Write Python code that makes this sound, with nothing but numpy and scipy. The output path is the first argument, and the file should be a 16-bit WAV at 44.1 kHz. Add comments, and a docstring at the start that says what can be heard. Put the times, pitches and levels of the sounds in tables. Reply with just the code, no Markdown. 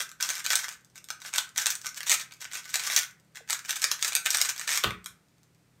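"""Sharp plastic clicks and a fine rattle: hands spin a puzzle cube above a desk. Its layers slide by
stick-slip friction and snap home, and each impact rings the damped modes of the pieces and hollow body.
Then a hand slaps the space bar: the key knocks and the desk booms in its low modes.
A computer fan hums over a steady hiss, and the small room adds short echoes to the impacts."""
import sys
import numpy as np
from scipy import signal
from scipy.fft import rfft, irfft
from scipy.io import wavfile

SR = 44100
rng = np.random.default_rng(int(sys.argv[2]) if len(sys.argv) > 2 else 0)


def generate_wav(signal):
    """Clip the signal to [-1, 1] and save it as 16-bit WAV at the path in sys.argv[1]."""
    frames = np.transpose(np.atleast_2d(signal))
    scaled = np.clip(frames, -1, 1) * 32767
    pcm = np.round(scaled).astype(np.int16)
    wavfile.write(sys.argv[1], SR, pcm)


N = 255780

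# pieces snapping against each other: (time [s], level [dB], hollow body over bright pieces [dB])
SNAPS = [(0.0046, -15.5, 0), (0.092, -32.5, -13), (0.1155, -35, -3), (0.2023, -38.5, 13.5),
         (0.2088, -21.5, -3), (0.2266, -11, -9), (0.2598, -31, -4.5), (0.2906, -14.5, -6),
         (0.3028, -17.5, -1), (0.354, -21.5, -8), (0.365, -33.5, 4), (0.3806, -29, -24.5),
         (0.4042, -33.5, 8), (0.4536, -25.5, 6), (0.4634, -14, -2.5), (0.494, -26, -0.8),
         (0.504, -11.5, 2.5), (0.5327, -14.5, 2), (0.5556, -7.5, -21.5), (0.6425, -23, 2.6),
         (0.6833, -24.5, 2.5), (0.6901, -25, -0.5), (0.8093, -52, -7), (0.8475, -43.5, -30),
         (0.9005, -52, -18), (0.9573, -35.5, 0), (0.979, -33, -2), (1.0423, -32, -16), (1.0872, -28, -5),
         (1.1033, -20, 0), (1.2032, -38, -11), (1.2188, -35, 6.5), (1.2501, -35, 10), (1.2598, -30, -4),
         (1.3315, -32.5, 6), (1.3379, -16.5, -3.5), (1.3503, -22.5, 0.5), (1.3597, -15.5, -3),
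         (1.383, -8.5, -4.2), (1.492, -37, -20.5), (1.5612, -25.5, 5), (1.579, -10.5, -13),
         (1.5856, -21.5, 4.5), (1.6589, -14, 0), (1.6679, -9.5, -7), (1.704, -12, -18),
         (1.7532, -19.5, -29), (1.8156, -31, -12), (1.8458, -32.5, 7.5), (1.8594, -21, -1),
         (1.8674, -16, -3.5), (1.8908, -29, -18), (1.945, -31.5, -9), (2.0059, -22, 3.5), (2.0316, -22, -2),
         (2.067, -24, 3.5), (2.096, -11, -1), (2.1015, -16, -31), (2.3105, -44.5, 9.5), (2.3229, -32, 2.5),
         (2.3375, -36, -19), (2.3672, -49, -16), (2.4156, -37, -15), (2.4228, -32, 4.5), (2.4443, -29, 0),
         (2.4524, -28.5, 4.5), (2.515, -34, 5.5), (2.5234, -33, -11), (2.534, -26.5, 0), (2.5535, -25.5, 3),
         (2.6548, -33.5, 3.5), (2.6793, -36, -4), (2.693, -31, -1), (2.742, -10.5, -7.5),
         (2.7565, -12.5, -0.5), (2.7967, -26, 8.5), (2.8672, -22, -1.5), (2.9002, -21.5, 6),
         (2.912, -19.5, -3), (2.9638, -5.5, -12), (2.9896, -9.5, -16.5), (3.0324, -22.5, -0.7),
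         (3.11, -41.5, -13), (3.1986, -50, -3), (3.2484, -56, -12), (3.349, -46, 6), (3.3573, -33.5, 1.5),
         (3.3713, -31.5, 5), (3.4768, -41, 2.5), (3.489, -35.5, 5.5), (3.499, -18.5, 0), (3.506, -13, -4.5),
         (3.5296, -12, -5), (3.5923, -28, 0), (3.6493, -36, 8.5), (3.6584, -35.5, 6), (3.694, -16.5, -0.1),
         (3.7073, -11.5, -10), (3.7288, -25.5, 5.5), (3.758, -22.5, -18.5), (3.7962, -28, -5.5),
         (3.8187, -18, -7.5), (3.8267, -21, -8), (3.8418, -9.5, 2), (3.887, -29.5, 1), (3.9151, -9, -6.5),
         (3.9928, -30, 1), (4.0134, -29.5, -21), (4.0257, -10, -5.5), (4.0469, -14.5, 3),
         (4.079, -17, -4.5), (4.122, -24, 5), (4.1315, -22, 1), (4.1521, -5.5, -12), (4.1649, -14.5, 1),
         (4.2513, -35.5, -8), (4.2606, -9, -1.8), (4.268, -19, 7), (4.3049, -11.5, -19.5),
         (4.3471, -12, 1.5), (4.3536, -18, 0.5), (4.3717, -11.5, -12), (4.3847, -15.5, -1.5),
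         (4.4041, -24, -3.5), (4.4153, -5, -7), (4.563, -29.5, -1), (4.579, -27.5, -6), (4.5956, -23, 1.5),
         (4.613, -23.5, 4), (4.6767, -19, 3), (4.6914, -19.5, 5), (4.7476, -23, 2.5), (4.7748, -11.5, -4),
         (5.0433, -34, -18), (5.0606, -20.5, -3.5), (5.2847, -57, -8), (5.3829, -59, -4),
         (5.432, -49.5, -1), (5.5479, -55, -15)]
# a layer sliding: (time of top speed [s], level [dB], time to fade by 5 dB [ms])
SLIDES = [(0.008, -24.5, 13.5), (0.21, -23, 2.5), (0.243, -29.5, 20), (0.303, -28.5, 18.5),
          (0.358, -31.5, 23.5), (0.392, -31.5, 6.5), (0.447, -26.5, 3), (0.476, -34.5, 17.5),
          (0.519, -20, 11.5), (0.58, -27, 23.5), (0.641, -32, 13), (0.718, -40.5, 17), (0.969, -43.5, 10.5),
          (1.045, -45, 1), (1.114, -46, 13), (1.219, -39, 5.5), (1.266, -36, 19.5), (1.352, -31.5, 11.5),
          (1.377, -29.5, 19), (1.603, -23, 20.5), (1.67, -30.5, 19), (1.71, -29, 17), (1.855, -43, 18),
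          (1.975, -31, 8), (2.032, -44, 9), (2.078, -24.5, 8), (2.123, -16, 18), (2.205, -30.5, 13),
          (2.42, -36.5, 12), (2.559, -32, 27), (2.65, -41, 10.5), (2.696, -37.5, 13.5), (2.757, -28, 18.5),
          (2.8, -30.5, 11.5), (2.844, -28.5, 22), (2.872, -20.5, 3.5), (2.93, -23.5, 32),
          (2.973, -17.5, 12), (3.013, -32.5, 22), (3.37, -40.5, 11), (3.524, -27, 19.5), (3.654, -35, 5.5),
          (3.698, -24, 9.5), (3.766, -28, 6.5), (3.834, -29, 13.5), (3.921, -29, 13.5), (4.052, -30, 31),
          (4.078, -21.5, 8.5), (4.161, -30.5, 10), (4.266, -25.5, 10), (4.322, -28.5, 24.5),
          (4.347, -21, 12), (4.411, -21.5, 7), (4.454, -24, 12), (4.495, -24, 8), (4.616, -35.5, 29.5),
          (4.683, -30.5, 7), (4.716, -23, 20.5), (4.765, -22, 18), (5.086, -60.5, 25)]
# modes of the cube: (frequency [Hz], bandwidth [Hz], level [dB])
BODY_MODES = [(331, 83, -19.5), (512, 750, -28), (850, 960, -27), (1268, 47, -21), (2258, 377, -3),
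              (2840, 450, -7), (3626, 400, -6.5)]  # hollow ring of the whole cube
PIECE_MODES = [(3400, 570, -4.5), (4290, 850, -3.5), (5590, 580, -7), (6116, 840, -2.5), (7350, 1460, -3),
               (9200, 1800, -12), (12050, 1800, -7.5), (13200, 1200, -14.5), (15300, 2200, -12)]  # bright ring of single pieces
CORE_MODES = [(1534, 55, -16)]  # the axle cross inside
# fingers and sticker side shift the modes: (frequency factor [ratio])
GRIP_SHIFTS = (.93, .97, 1.0, 1.03, 1.07)
# the hold: (time [s], resonance between palms and cube [Hz], freedom of the core to ring [dB])
HOLD = [(0, 1450, 2.5), (.15, 1310, 14.5), (.3, 1780, 3.5), (.9, 1660, 5), (1.12, 1360, 3),
        (1.3, 1470, 0.5), (1.6, 1660, 1.5), (1.95, 1490, 3), (2.08, 1950, -8), (2.6, 1990, 3),
        (3.05, 1880, -1), (3.5, 1740, 1), (4.5, 1810, 0.5), (4.75, 1780, -10), (5.0, 1277, -9.5),
        (5.8, 1266, -14)]
# the key going down and rattling: (time [s], level [dB], low over high modes [dB])
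KEY_KNOCKS = [(4.8332, -31, 7.5), (4.838, -12, -3.5), (4.8425, -22, 18.5), (4.857, -36, 3),
              (4.8668, -37, 4.5), (4.873, -37, 13), (4.891, -37.5, 1), (4.9068, -30, 11.5)]
# modes of the key: (frequency [Hz], bandwidth [Hz], level [dB])
KEY_LOW_MODES = [(442, 78, -10), (670, 870, -9.5), (900, 570, -2), (1210, 190, -3.5), (1540, 350, -2),
                 (2000, 440, -1), (2530, 390, 1)]
KEY_HIGH_MODES = [(3270, 600, 4.5), (3600, 290, 6), (4200, 460, -0.5), (5000, 1000, -15),
                  (5800, 590, -10.5), (8010, 4500, -16.5), (12600, 2700, -4)]
# the slap and the desk settling after it: (time [s], level [dB])
DESK_BLOWS = [(4.845, -3), (4.94, -16), (5.096, -34)]
# modes of the desk: (frequency [Hz], level [dB], time to decay by 60 dB [s])
DESK_MODES = [(62, -29, 0.24), (97, -30, 0.29), (120.4, -29, 0.37), (159.1, -39, 0.5), (183, -36, 0.5),
              (211.5, -34, 0.37), (245.5, -35, 0.17), (332.3, -30, 0.14), (410, -34.5, 0.22)]
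# tones of the fan: (frequency [Hz], bandwidth [Hz], level [dB])
FAN_TONES = [(122.7, 2, -72), (160.7, 8, -71.5), (192, 29, -76), (290, 6, -85)]
# spectrum of the hiss and rumble: (frequency [Hz], relative density [dB])
AIR_SPECTRUM = [(18, -44.5), (30, -5), (128, 0), (388, -6.5), (443, -8), (547, -9.5), (881, -13.5),
                (2160, -15), (4900, -25.5), (7280, -32), (10500, -35), (15200, -36), (16500, -49.5)]
# reflections from desk, screen and shelf within the first 9 ms: (level [dB])
ECHO_DB = (-10, -12, -13, -14, -15)
# reverberation of the room: (frequency [Hz], time to decay by 60 dB [s])
ROOM_DECAY = [(150, 0.27), (800, 0.22), (1400, 0.36), (2300, 0.3), (3500, 0.22), (6000, 0.21),
              (12000, 0.21)]
# response of the microphone: (frequency [Hz], gain [dB])
MIC_RESPONSE = [(3000, -1), (9000, 12.5), (10300, 3.5), (11300, 8.5), (15600, 6.5), (16300, -20)]


def cube():
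    """Modal vibration: impacts ring the cube, and each new grip shifts its modes and echo paths."""
    s, bright_db, hollow_db = np.hstack([snaps(), slips()])
    grips = rng.integers(0, len(GRIP_SHIFTS), 400)
    grip = grips[(np.maximum(s, 0) * 60).astype(int)]  # 60 grips a second
    hold_s, _, free_db = np.transpose(HOLD)
    out = np.zeros(N)
    for k, shift in enumerate(GRIP_SHIFTS):
        at, bright, hollow = s[grip == k], bright_db[grip == k], hollow_db[grip == k]
        core_db = hollow + np.interp(at, hold_s, free_db)
        sound = strike(at, bright, PIECE_MODES, spread_db=2, scatter_ms=.45, shift=shift)
        sound += strike(at, hollow, BODY_MODES, spread_db=1.5, scatter_ms=1.2, shift=shift)
        sound += strike(at, core_db, CORE_MODES, spread_db=3.5, scatter_ms=1.2)
        sound += palm_cavity(at, hollow - 4.5, width_hz=320)
        out += room(radiated(sound, cutoff_hz=708), wet_db=-4.5)
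    return out


def snaps():
    """Impact excitation: each snap is one main blow among three lighter ones as neighbours seat."""
    s, level_db, hollow_db = np.repeat(SNAPS, 4, axis=0).T
    lighter = np.arange(len(s)) % 4 > 0
    scatter_s = 0.0009
    s = s + lighter * scatter_s * (.3 + rng.standard_normal(len(s)))
    level_db = level_db + lighter * rng.uniform(-10.5, -3.5, len(s))
    return np.array([s, level_db - 7.5, level_db + hollow_db - 5])  # (time [s], bright [dB], hollow [dB])


def slips():
    """Stick-slip friction: sliding faces catch and release in tiny blows that grow with speed."""
    top_s, level_db, fade_ms = np.transpose(SLIDES)
    s = rng.uniform(0, N / SR, 7000)
    from_top_ms = (s[:, None] - top_s) * 1000
    span_ms = np.where(from_top_ms < 0, 1.06, 1) * np.maximum(fade_ms, 1)  # the rise is a little slower
    power = gain_of(2 * (level_db - 5 * (from_top_ms / span_ms) ** 2))
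    excess_db = 3.5 * np.minimum(rng.exponential(1, len(s)), 4.4)  # a few slips are much stronger
    slip_db = 10 * np.log10(power.sum(1) + 1e-20) + excess_db
    return np.array([s, slip_db - 14, slip_db - 13.5])  # (time [s], bright [dB], hollow [dB])


def palm_cavity(s, level_db, width_hz):
    """Cavity resonance: the air between palms and cube has one broad mode that follows the hold."""
    hold_s, hz, _ = np.transpose(HOLD)
    phasor = np.exp(2j * np.pi * np.cumsum(np.interp(np.arange(N) / SR, hold_s, hz)) / SR)
    blows = impulses(s, rng.choice([-1., 1.], len(s)) * gain_of(level_db))
    decay = np.exp(-np.pi * width_hz / SR)
    return (phasor * signal.lfilter([1], [1, -decay], blows / phasor)).imag


def blip(start_s=3.401, from_hz=860, to_hz=455, glide_s=0.015, rise_s=0.006, fade_db_per_s=599):
    """Damped glide: a soft tone falls and dies, perhaps a fingertip slipping on plastic."""
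    t = np.maximum(np.arange(N) / SR - start_s, 0)
    hz = to_hz + (from_hz - to_hz) * np.cos(np.pi / 2 * np.minimum(t / glide_s, 1)) ** 2
    envelope = np.minimum(t / rise_s, 1) ** 2 * gain_of(-44.5 - fade_db_per_s * t)
    return envelope * np.sin(2 * np.pi * np.cumsum(hz) / SR)


def space_bar():
    """Impact excitation: the key goes down and rattles, and each knock rings its high and low modes."""
    s, level_db, low_db = np.transpose(KEY_KNOCKS)
    key = strike(s, level_db - 7, KEY_HIGH_MODES, spread_db=1.5, scatter_ms=.8)
    key += strike(s, level_db + low_db - 7, KEY_LOW_MODES, spread_db=1.5, scatter_ms=1.5)
    return room(radiated(key, cutoff_hz=416), wet_db=-3.5)


def desk(swell_s=0.0077):
    """Free vibration: each blow swells into the low modes of the desk, which decay exponentially."""
    out = np.zeros(N)
    for blow_s, blow_db in DESK_BLOWS:
        t = np.maximum(np.arange(N) / SR - blow_s, 0)
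        boom = sum(gain_of(db - 60 * t / t60) * np.sin(2 * np.pi * (hz * t + rng.random()))
                   for hz, db, t60 in DESK_MODES)
        out += gain_of(blow_db) * boom * (1 - np.exp(-(t / swell_s) ** 2))
    return out


def fan():
    """Interference: each tone of the fan wavers as a steady sine beats with narrow-band noise."""
    out = np.zeros(N)
    for hz, width_hz, db in FAN_TONES:
        noise = resonator(rng.standard_normal(N), hz, width_hz)
        tone = 0.0091 * SR / width_hz * np.sin(2 * np.pi * hz * np.arange(N) / SR)
        out += gain_of(db) * unit_rms(noise + tone)
    return out


def air():
    """Spectral shaping: filtered white noise gives a steady hiss and rumble."""
    hz = np.fft.rfftfreq(N, 1 / SR)
    hiss = irfft(rfft(rng.standard_normal(N)) * gain_of(curve_at(AIR_SPECTRUM, hz)), N)
    return gain_of(-67.5) * unit_rms(hiss)


def room(x, wet_db):
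    """Reverberation: a few early echoes, then sparse reflections, each band dying at its own rate."""
    taps = np.zeros(SR // 2)
    at = np.arange(180, len(taps) - 20, 20)
    taps[at + rng.integers(0, 20, len(at))] = rng.choice([-1., 1.], len(at))
    hz, t, spectrum = signal.stft(taps, SR, nperseg=256)
    decay = gain_of(-60 * t / curve_at(ROOM_DECAY, hz)[:, None])
    response = signal.istft(spectrum * decay, SR, nperseg=256)[1]
    response *= gain_of(wet_db) / np.linalg.norm(response)
    response[0] = 1  # direct sound
    response[rng.integers(40, 400, len(ECHO_DB))] += gain_of(ECHO_DB)
    return signal.oaconvolve(x, response)[:N]


def strike(s, level_db, modes, spread_db, scatter_ms, shift=1):
    """Modal superposition: each blow lands on another spot, so it weights and delays the modes anew."""
    share = rng.standard_normal((len(s), len(modes)))
    delay_s = rng.random(share.shape) * scatter_ms / 1000
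    out = np.zeros(N)
    for k, (hz, width_hz, db) in enumerate(modes):
        strength = np.sign(share[:, k - 1]) * gain_of(level_db + db + spread_db * share[:, k])
        out += resonator(impulses(s + delay_s[:, k], strength), hz * shift, width_hz)
    return out


def impulses(s, strength):
    """Impulse train: each brief blow acts within one sample."""
    return np.bincount(np.clip((s * SR).astype(int), 0, N - 1), strength, N)


def resonator(x, hz, width_hz):
    """Damped harmonic oscillator: a unit blow starts a decaying sine of height 1."""
    decay, angle = np.exp(-np.pi * width_hz / SR), 2 * np.pi * hz / SR
    return signal.lfilter([0, decay * np.sin(angle)], [1, -2 * decay * np.cos(angle), decay ** 2], x)


def radiated(x, cutoff_hz):
    """Radiation efficiency: a small body pushes little air at low frequency."""
    return signal.sosfilt(signal.butter(3, cutoff_hz, "high", fs=SR, output="sos"), x)


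def gain_of(db):
    """Amplitude ratio of a level in decibels."""
    return 10 ** (np.asarray(db) / 20)


def unit_rms(x):
    """Normalisation to an rms of 1."""
    return x / np.sqrt(np.mean(x ** 2) + 1e-20)


def curve_at(points, hz):
    """Linear interpolation on a log-frequency axis."""
    point_hz, value = np.transpose(points)
    return np.interp(np.log(hz + 1), np.log(point_hz + 1), value)


def scene():
    """Superposition: the pressures of all sources add at one microphone."""
    return (cube() + blip() + space_bar() + desk() + air() + fan())[None]


def record(dry):
    """Linear filtering: a bass cut, microphone colour with a notch from its housing, and a band limit."""
    hz = np.linspace(0, SR / 2, 257)
    bass_cut = signal.butter(3, 48, "high", fs=SR, output="sos")
    colour = signal.firwin2(255, hz, gain_of(curve_at(MIC_RESPONSE, hz)), fs=SR)
    band_limit = signal.firwin(511, cutoff=16800, window=("kaiser", 9), fs=SR)
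    coloured = signal.oaconvolve(signal.sosfilt(bass_cut, dry), colour[None], "same")
    return signal.oaconvolve(coloured, band_limit[None], "same")


dry = scene()
out = record(dry)
generate_wav(out)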